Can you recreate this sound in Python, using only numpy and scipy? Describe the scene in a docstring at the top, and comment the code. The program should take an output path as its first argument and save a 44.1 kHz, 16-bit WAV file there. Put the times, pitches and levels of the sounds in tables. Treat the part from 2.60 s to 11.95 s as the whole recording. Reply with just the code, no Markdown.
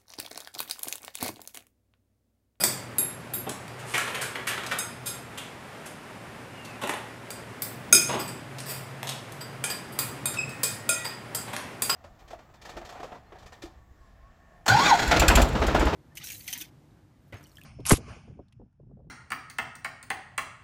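"""Steel chopsticks and a spoon clink, drag and once squeal on a glass bowl, during a meal in a hard-walled room.
Between the clinks food crunches and things scuff on the table top, over a rush, a low rumble and a wavering hum.
Clinks are damped sines fed by short friction bursts; crunches and scuffs are dull grainy bursts with one resonance.
Squeal and whistles are unsteady gliding tones; rush and rumble are coloured noise."""
import sys
import numpy as np
from scipy import signal
from scipy.fft import rfft, irfft, next_fast_len
from scipy.io import wavfile
from scipy.ndimage import map_coordinates

SR = 44100
rng = np.random.default_rng(int(sys.argv[2]) if len(sys.argv) > 2 else 0)


def dump(signal):
    """Clip the signal to [-1, 1] and save it as 16-bit WAV at the path in sys.argv[1]."""
    limited = np.clip(np.atleast_2d(signal).T, -1, 1)
    pcm = np.round(limited * 32767).astype(np.int16)
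    wavfile.write(sys.argv[1], SR, pcm)


N = 412335  # samples in the scene
RING = int(.65 * SR)  # samples each contact may ring
BLOW = int(.04 * SR)  # opening samples over which the level of a contact is set
TOP_HZ = 15600  # band limit of the recorder

# Colour of the even rush. Each row: frequency in Hz, relative density in dB per Hz.
RUSH_COLOUR = [(180, -27), (300, -17), (385, -2), (425, -3.5), (462, -4), (885, -5.5), (1030, -6.5),
               (2070, -9.5), (2650, -13.5), (4230, -22.5), (5250, -23), (5800, -26), (9390, -26),
               (15000, -37), (16000, -58)]
# Colour of the low rumble. Each row: frequency in Hz, relative density in dB per Hz.
RUMBLE_COLOUR = [(15, -65), (25, -30), (86, -8), (125, -2), (216, -5.5), (246, -4), (387, -12), (425, -32),
                 (600, -12), (780, -41), (1320, -120)]
# Arms and sleeves move and shift the background.
# Each row: middle in seconds, half length in seconds, rumble rise in dB, rush rise in dB.
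MOVES = [(.01, 0.12, 7, 6), (.6, 0.48, 2.5, .5), (1.52, 0.24, -0.5, 6.5), (2.03, 0.19, 1.5, 3),
         (5.513, 0.31, 7, -0.5), (7.63, 0.55, 4.5, 1.5), (9.2, 0.45, 2.5, 0.5)]
# Low hum tones that come and go.
# Each row: start in seconds, end in seconds, mean pitch in Hz, level in dB before waver and hum trim.
HUMS = [(-.4, 2.96, 122, -49.5), (3.5, 11, 113.5, -52), (5.1, 8.4, 134.5, -46.5)]
HUM_FADE_S, HUM_FADE_DB = 0.29, 17

# Echo length of the room. Each row: frequency in Hz, time to lose 60 dB in seconds.
ROOM_DECAY = [(150, 0.32), (1000, 0.6), (4000, 0.5), (9000, 0.41), (15000, 0.32)]

# Modes of each object.
# Each row: frequency in Hz, relative level in dB, time to lose 60 dB in seconds before the sustain factor.
BOWL_MODES = [(650, -10, .09), (1416, -4, .3), (2476, -3, .33), (3735, -11, .28), (5078, -6, .45),
              (6470, -3.5, .26), (8066, -2, .27), (8335, -4, .27), (8430, -5, .25), (9567, -3, .2),
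              (9768, -4, .17), (11076, -7, .2), (11400, -7, .2), (12780, -9, .16), (14190, -14, .16)]
SPOON_MODES = [(1085, -15, .12), (1480, -17, .1), (2000, -17, .1), (4700, -11, .25), (4765, -6, .3),
               (4810, -4, .3), (4885, -9, .25), (4960, -8, .3), (7752, -2, .25), (7935, -6, .2),
               (8505, -3, .2), (10700, -8, .15), (11080, -7, .15), (12100, -11, .2), (12915, -4, .2),
               (13160, -7, .17), (14200, -5, .16), (15270, -8, .15)]
CHOPSTICK_MODES = [(3745, -13, .33), (6480, -11, .2), (7345, -2, .22), (7560, -7, .3), (8530, -6, .3),
                   (8680, -4, .28), (8900, -7, .22), (9990, -10, .12), (11100, -4, .25), (11470, -5, .2),
                   (11660, -4, .22), (13800, -11, .16), (15300, -6, .15)]
TABLE_MODES = [(142, -13, 0.24), (236, 4, 0.1), (346, 5, 0.13), (388, -1.5, 0.24)]

# Register borders for the ringing contacts. Each entry: frequency in Hz.
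CLINK_EDGES = [330, 1200, 3100, 4300, 5800, 7000, 10300, 15500]
# Four kinds of ringing contact. Each row: start in seconds, drag time constant in seconds, favoured mode in Hz,
# level in dB before its colour, brightness in dB per kHz, bowl's share in dB.
BOWL_STRIKES = [(5.3258, 0.00046, 6470, -22.5, 0.5, 5), (5.348, 0.0016, 6470, -31.5, 1, -12),
                (7.039, 0.0014, 9650, -39.5, -0.74, -11), (8.2903, 0.001, 9570, -32.5, -0.47, -3)]
SPOON_TAPS = [(.037, 0.00093, 7300, -30, 0.052, -15), (1.079, 0.00094, 11100, -60, -1.8, -9),
              (4.704, 0.00076, 8550, -49, -0.66, -4), (5.02, 0.0013, 15300, -41.5, 0.28, -16),
              (7.388, 0.0022, 11000, -36, -0.36, -5), (7.891, 0.0019, 8500, -56.5, -0.8, 3),
              (8.032, 0.0029, 7800, -33.5, -0.024, -1.5), (8.7474, 0.0022, 8500, -40, -0.015, -12),
              (9.22, .0013, 8500, -36, -0.022, -10)]
SPOON_DRAGS = [(.001, 0.0084, 4920, -40, 0.71, 6), (5.59, 0.0092, 13200, -46, -.2, -4),
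               (5.675, 0.0074, 8080, -51, 0.1, -18), (6.056, 0.04, 12900, -50.5, 0.12, -11),
               (6.088, 0.012, 12900, -48, 0.41, -3), (6.806, 0.0042, 4860, -51.5, -0.11, -22),
               (7.098, 0.0048, 4930, -42.5, 0.09, -28), (7.321, 0.004, 12500, -59.5, 0.58, 6),
               (8.444, 0.0059, 4870, -44.5, -0.38, -12), (9.294, 0.0036, 4960, -34.5, -0.13, -8)]
CHOPSTICK_CLICKS = [(.383, 0.00038, 11100, -37, 0.56, -17), (.735, 0.0028, 15300, -42.5, .3, -12),
                    (2.186, 0.001, 6470, -38.5, -0.074, 0), (2.457, 0.011, 6450, -40.5, -0.16, -8.5),
                    (7.656, 0.00034, 8900, -37, -0.52, -7)]
# Voice of each kind. First group: spoon share in dB, chopstick share in dB, crack in dB,
# lift round the favoured mode in dB. Second group: colour in dB for each register of CLINK_EDGES.
STRIKE_VOICE = (-20.5, -7.5, 25, 11), (-7.5, 1.5, -8, -6.5, -8, -1.5, -4)
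TAP_VOICE = (-1.5, -4, 35, 5.5), (-6, -4.5, -7.5, -1.5, -12, 0.5, 2.5)
DRAG_VOICE = (4, -21.5, 31.5, 3.5), (0, 2, -7.5, 2.5, -19, 3, 0.5)
CLICK_VOICE = (-14, 0.5, 23.5, 8.5), (-10.5, -5.5, -5, -10, -15.5, -0.5, 3)
FOCUS_OCTAVES = 0.53  # width of the lift round a favoured mode or resonance

# The table top booms under the heavier knocks. Each row: start in seconds, level in dB.
KNOCKS = [(0.038, -38), (.385, -43), (.768, -43), (4.235, -39), (5.334, -31), (5.549, -33.5)]

# Register borders for crunches and scuffs. Each entry: frequency in Hz.
SCUFF_EDGES = [150, 550, 1200, 3700, 7000, 15500]
# Crisp food breaks. Each row: start in seconds, drag time constant in seconds, resonance in Hz,
# level in dB before colour and layer trim, brightness in dB per octave.
CRUNCHES = [(1.336, 0.0088, 2300, -26.5, -0.5), (1.378, 0.0028, 1650, -28.5, 1.6),
            (1.473, 0.0066, 1590, -36, -2.5), (1.544, 0.0058, 2180, -34, 0.5),
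            (1.611, 0.01, 1500, -34.5, 4), (1.751, 0.0066, 1550, -35.5, -2.7),
            (1.868, 0.01, 1700, -30, 2.5), (1.904, 0.0088, 1500, -35, -2.5),
            (1.976, .0035, 1500, -36.5, -2.5), (2.031, 0.0055, 1460, -39.5, -1),
            (2.111, 0.0069, 1500, -29, -1.5), (2.774, 0.0054, 3230, -40, 2.7)]
# Things shift on the table top. Each row: start in seconds, drag time constant in seconds, resonance in Hz,
# level in dB before colour and layer trim, brightness in dB per octave.
SHOVES = [(0.864, 0.0066, 760, -42.5, -3.5), (4.213, 0.0089, 700, -36.5, 1.5),
          (4.234, 0.0026, 600, -34.5, 0), (4.272, .0018, 1960, -38, 3), (4.292, 0.0028, 1880, -30, 1.5),
          (4.334, 0.0037, 450, -38.5, 1), (5.487, 0.011, 1000, -33, -1), (5.523, 0.011, 865, -33, -0.3),
          (6.43, 0.00041, 830, -37, 2.5), (8.868, 0.015, 933, -42.5, 0.8), (8.928, 0.007, 930, -36, 2)]
# Moist ticks and light rustles of food. 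Each row: start in seconds, drag time constant in seconds,
# resonance in Hz, level in dB before colour and layer trim.
TICKS = [(0.892, 0.0023, 9200, -40.5), (1.187, 0.0099, 2000, -51), (1.251, 0.084, 9750, -52.5),
         (2.062, 0.0031, 3980, -42.5), (2.82, .002, 3100, -59), (3.257, 0.0064, 9800, -49.5),
         (4.047, .0048, 3780, -50.5), (5.982, .0051, 3934, -45.5), (6.003, 0.00063, 9300, -47),
         (6.471, 0.0035, 3470, -41), (6.49, 0.0021, 3400, -36.5), (6.72, 0.0018, 12000, -53.5),
         (7.739, 0.003, 1500, -45), (8.964, 0.00086, 2600, -39.5)]
# Colour of each kind of scuff. Each entry: dB for one register of SCUFF_EDGES.
CRUNCH_COLOUR = (-16.5, -10, 1, -14, -10)
SHOVE_COLOUR = (-4, -0.5, -2.5, -20, -14)
TICK_COLOUR = (-15, -7, -2, -5, -2.5)
TICK_LIFT_DB = 5.5  # lift round the resonance of a tick

# A faint falling whistle. Each row: time in seconds, pitch in Hz before jitter, level in dB before the room.
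WHISTLE = [(3.93, 2930, -70), (3.98, 2850, -53), (4.07, 2680, -53), (4.15, 2490, -56), (4.21, 2330, -64)]
# The spoon sticks and slips on the glass.
# Each row: time in seconds, pitch in Hz before jitter, level in dB before squeal trim and room.
SQUEAL = [(7.765, 2720, -66), (7.773, 2620, -32), (7.783, 2640, -35), (7.791, 2510, -27),
          (7.803, 2526, -38), (7.825, 2600, -48), (7.85, 2420, -73)]
# A second, lower whistle that barely sounds.
# Each row: time in seconds, pitch in Hz before jitter, level in dB before the room.
LOW_WHISTLE = [(7.85, 1850, -65), (7.95, 1836, -50), (8.2, 1858, -57), (8.42, 1943, -46), (8.52, 1860, -50),
               (8.7, 1860, -70)]


def amp(db):
    """Decibels to gain."""
    return 10 ** (np.asarray(db) / 20)


def unit(x):
    """x at rms 1."""
    return x / np.sqrt(np.mean(x ** 2) + 1e-20)


def along(points, hz):
    """(Hz, value) points read on a log frequency axis."""
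    f, v = np.transpose(points)
    return np.interp(np.log(hz + 1), np.log(f + 1), v)


def curves(rows):
    """One value per sample for each column after the time."""
    s, *cols = np.transpose(rows)
    return [np.interp(np.arange(N) / SR, s, c) for c in cols]


def wobble(rate):
    """A smooth random curve with rate knots a second."""
    knots = rng.standard_normal(int(N * rate / SR) + 4)
    return map_coordinates(knots, [np.arange(N) * rate / SR])


def filtered(x, response):
    """x times a response of frequency."""
    m = next_fast_len(N + SR // 2)
    return irfft(rfft(x, m) * response(np.fft.rfftfreq(m, 1 / SR)), m)[:N]


def fade(t, t60):
    """Decay that loses 60 dB in t60 seconds."""
    return np.exp(-np.log(1000) * t / t60)


def add(track, s, sound):
    """Lay a sound into the track at time s."""
    start = round(s * SR)
    track[start:start + len(sound)] += sound[:N - start]


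def rush(spectrum):
    """Noise of rms 1 with the given colour."""
    return unit(filtered(rng.standard_normal(N), lambda hz: amp(along(spectrum, hz))))


def tone(rows, overtones_db, jitter, jitter_rate):
    """A slightly unsteady pitched tone: its phase sums the (s, Hz, dB) pitch curve with random jitter."""
    hz, db = curves(rows)
    phase = 2 * np.pi * np.cumsum(hz * (1 + jitter * wobble(jitter_rate))) / SR
    wave = sum(amp(level) * np.sin(k * phase) for k, level in enumerate(overtones_db, 1))
    t = np.arange(N) / SR
    sounding = (t >= rows[0][0]) & (t <= rows[-1][0])
    return amp(db) * unit(wave) * sounding


def hum(waver_db=3):
    """Each low sine swells up, wavers in pitch and level, and sinks before it stops."""
    track = np.zeros(N)
    for start, end, hz, db in HUMS:
        quiet_db = db - HUM_FADE_DB
        full_from, full_to = start + HUM_FADE_S, end - HUM_FADE_S
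        shape = [(start, hz, quiet_db), (full_from, hz, db), (full_to, hz, db), (end, hz, quiet_db)]
        track += tone(shape, [0], jitter=0.0266, jitter_rate=21) * amp(waver_db * wobble(14))
    return track


def background(rumble_db=-48.0, rush_db=-45.0, hum_db=-2.0):
    """Coloured noises make a low rumble and an even rush; both shift with each movement, over the hum."""
    t = np.arange(N) / SR
    low_db = rumble_db
    high_db = rush_db + .5 * wobble(15)
    for middle, half_length, rumble_rise_db, rush_rise_db in MOVES:
        swell = np.exp(-((t - middle) / half_length) ** 2)
        low_db = low_db + rumble_rise_db * swell
        high_db = high_db + rush_rise_db * swell
    return amp(low_db) * rush(RUMBLE_COLOUR) + amp(high_db) * rush(RUSH_COLOUR) + amp(hum_db) * hum()


def room(wet_db, build=0.0014):
    """The direct sound, then a diffuse noise tail that builds fast and decays at its own pace at each pitch."""
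    hz, t, z = signal.stft(rng.standard_normal(RING), SR, nperseg=256)
    decaying = z * fade(t, along(ROOM_DECAY, hz)[:, None])
    tail = signal.istft(decaying, SR, nperseg=256)[1][:RING]
    tail *= 1 - np.exp(-np.arange(RING) / SR / build)
    response = amp(wet_db) * tail / np.linalg.norm(tail)
    response[0] += 1
    return response


def band_filters(edges):
    """One band-pass between each two edges."""
    return [signal.butter(5, pair, "band", fs=SR, output="sos") for pair in zip(edges, edges[1:])]


def centres(edges):
    """The middle frequency of each register."""
    return np.sqrt(np.multiply(edges[:-1], edges[1:]))


def lift(edges, hz):
    """How near each register lies to a frequency, 0-1."""
    return np.exp(-(np.log2(centres(edges) / hz) / FOCUS_OCTAVES) ** 2)


def voiced(sound, filters, levels_db):
    """Place and hardness of a contact set how loud each register starts."""
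    bands = [signal.sosfilt(sos, sound) for sos in filters]
    return sum(amp(db) * band / np.sqrt(np.mean(band[:BLOW] ** 2) + 1e-20) for band, db in zip(bands, levels_db))


def friction(drag, spiky_db, swell=0.82):
    """Contact force: a burst of tiny slips of uneven size that swells and dies over the drag time."""
    u = np.arange(RING // 2) / SR / drag
    slips = np.repeat(rng.standard_normal(len(u)), repeats=16)[:len(u)]  # each slip lasts 16 samples
    force = rng.standard_normal(len(u)) * amp(spiky_db * slips) * u ** swell * np.exp(-u)
    return force / np.linalg.norm(force)


def struck(modes, favoured_hz, detune, favour_db=7, favour_octaves=0.024, scatter_db=1, sustain=0.72):
    """Damped sines of one object: the point of contact favours some modes, and the grip detunes them slightly."""
    hz, db, t60 = np.transpose(modes)
    nearness = np.exp(-(np.log2(hz / favoured_hz) / favour_octaves) ** 2)
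    gains = amp(db + favour_db * nearness + scatter_db * rng.standard_normal(len(hz)))
    hz = hz * (1 + detune * rng.standard_normal(len(hz)))
    t = np.arange(RING, dtype=np.float32) / SR
    turn, loss = np.float32([2 * np.pi * hz, np.log(1000) / (sustain * t60)])[:, :, None]
    return np.float32(gains) @ (np.sin(turn * t) * np.exp(-loss * t))


def contact_colour(favoured_hz, brightness, lift_db, pivot_hz=7000):
    """dB per register: a harder contact is brighter, and its place lifts the registers round one mode."""
    khz_above = (centres(CLINK_EDGES) - pivot_hz) / 1000
    return brightness * khz_above + lift_db * lift(CLINK_EDGES, favoured_hz)


def clinks(chatter_db=-1, chatter_t60=0.053):
    """Each contact rings the modes of bowl, spoon and chopsticks in the shares of its kind."""
    filters, track, t = band_filters(CLINK_EDGES), np.zeros(N), np.arange(RING) / SR
    kinds = [(BOWL_STRIKES, STRIKE_VOICE), (SPOON_TAPS, TAP_VOICE),
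             (SPOON_DRAGS, DRAG_VOICE), (CHOPSTICK_CLICKS, CLICK_VOICE)]
    for contacts, ((spoon_db, sticks_db, crack_db, lift_db), colour_db) in kinds:
        for s, drag, favoured_hz, db, brightness, bowl_db in contacts:
            ring = amp(bowl_db) * struck(BOWL_MODES, favoured_hz, detune=0.00058)
            ring += amp(spoon_db) * struck(SPOON_MODES, favoured_hz, detune=0.0034)
            ring += amp(sticks_db) * struck(CHOPSTICK_MODES, favoured_hz, detune=0.0021)
            # a longer drag feeds the ring more slowly
            ring *= 1 - np.exp(-t / drag)
            # while the pieces still touch they chatter: the same modes, heavily damped
            touch = friction(drag, spiky_db=4.5)
            chatter = signal.fftconvolve(ring * fade(t, chatter_t60), touch)[:RING]
            attack = amp(chatter_db) * np.linalg.norm(ring) * chatter / np.linalg.norm(chatter)
            attack[:len(touch)] += amp(crack_db) * touch
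            # the free ring arrives mostly direct, while the attack splashes round the room
            heard = signal.fftconvolve(ring, room(wet_db=-7))[:RING]
            heard += signal.fftconvolve(attack, room(wet_db=0))[:RING]
            levels_db = db + contact_colour(favoured_hz, brightness, lift_db) + colour_db
            add(track, s, voiced(heard, filters, levels_db))
    return track


def knocks(rise=0.0088):
    """The table top answers slowly and low: damped sines with a soft onset."""
    track, t = np.zeros(N), np.arange(RING) / SR
    for s, db in KNOCKS:
        boom = struck(TABLE_MODES, favoured_hz=379.7, detune=0.018) * (1 - np.exp(-t / rise))
        heard = signal.fftconvolve(boom, room(wet_db=-3))[:RING]
        add(track, s, amp(db) * heard / np.std(heard[:BLOW]))
    return track


def scuffs(sharpness=3, resonance_db=4, soft_hz=9500, pivot_hz=2000, level_db=-1.5):
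    """Food and soft things give only a dull grainy burst with one broad resonance, which the room draws out."""
    filters, track = band_filters(SCUFF_EDGES), np.zeros(N)
    softness = signal.butter(2, soft_hz, fs=SR, output="sos")
    octaves = np.log2(centres(SCUFF_EDGES) / pivot_hz)
    bursts = []
    for rows, colour_db in [(CRUNCHES, CRUNCH_COLOUR), (SHOVES, SHOVE_COLOUR)]:
        for s, drag, hz, db, brightness in rows:
            bursts.append((s, drag, hz, db + brightness * octaves + colour_db))
    for s, drag, hz, db in TICKS:
        bursts.append((s, drag, hz, db + TICK_LIFT_DB * lift(SCUFF_EDGES, hz) + TICK_COLOUR))
    for s, drag, centre_hz, levels_db in bursts:
        burst = signal.sosfilt(softness, friction(drag, spiky_db=4, swell=1))
        resonance = signal.lfilter(*signal.iirpeak(centre_hz, sharpness, SR), burst)
        burst = burst + amp(resonance_db) * resonance
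        heard = signal.fftconvolve(burst, room(wet_db=0))[:RING]
        add(track, s, voiced(heard, filters, levels_db))
    return amp(level_db) * track


def squeaks(squeal_db=1):
    """The faint whistles are jittery sines and the spoon's squeal adds two overtones; all echo in the room."""
    whistles = sum(tone(rows, [0], jitter=0.0053, jitter_rate=57) for rows in (WHISTLE, LOW_WHISTLE))
    squeal = tone(SQUEAL, [0, -13, -10], jitter=0.0059, jitter_rate=230)
    echoing_whistles = signal.fftconvolve(whistles, room(wet_db=-8))[:N]
    echoing_squeal = signal.fftconvolve(squeal, room(wet_db=0))[:N]
    return echoing_whistles + amp(squeal_db) * echoing_squeal


def scene():
    """All layers sum to one channel."""
    return (background() + clinks() + knocks() + scuffs() + squeaks())[None]


def record(dry):
    """The recorder clips at full scale and keeps nothing above its band limit."""
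    return filtered(np.clip(dry[0], -1, 1), lambda hz: hz < TOP_HZ)[None]


dry = scene()
out = record(dry)
dump(out)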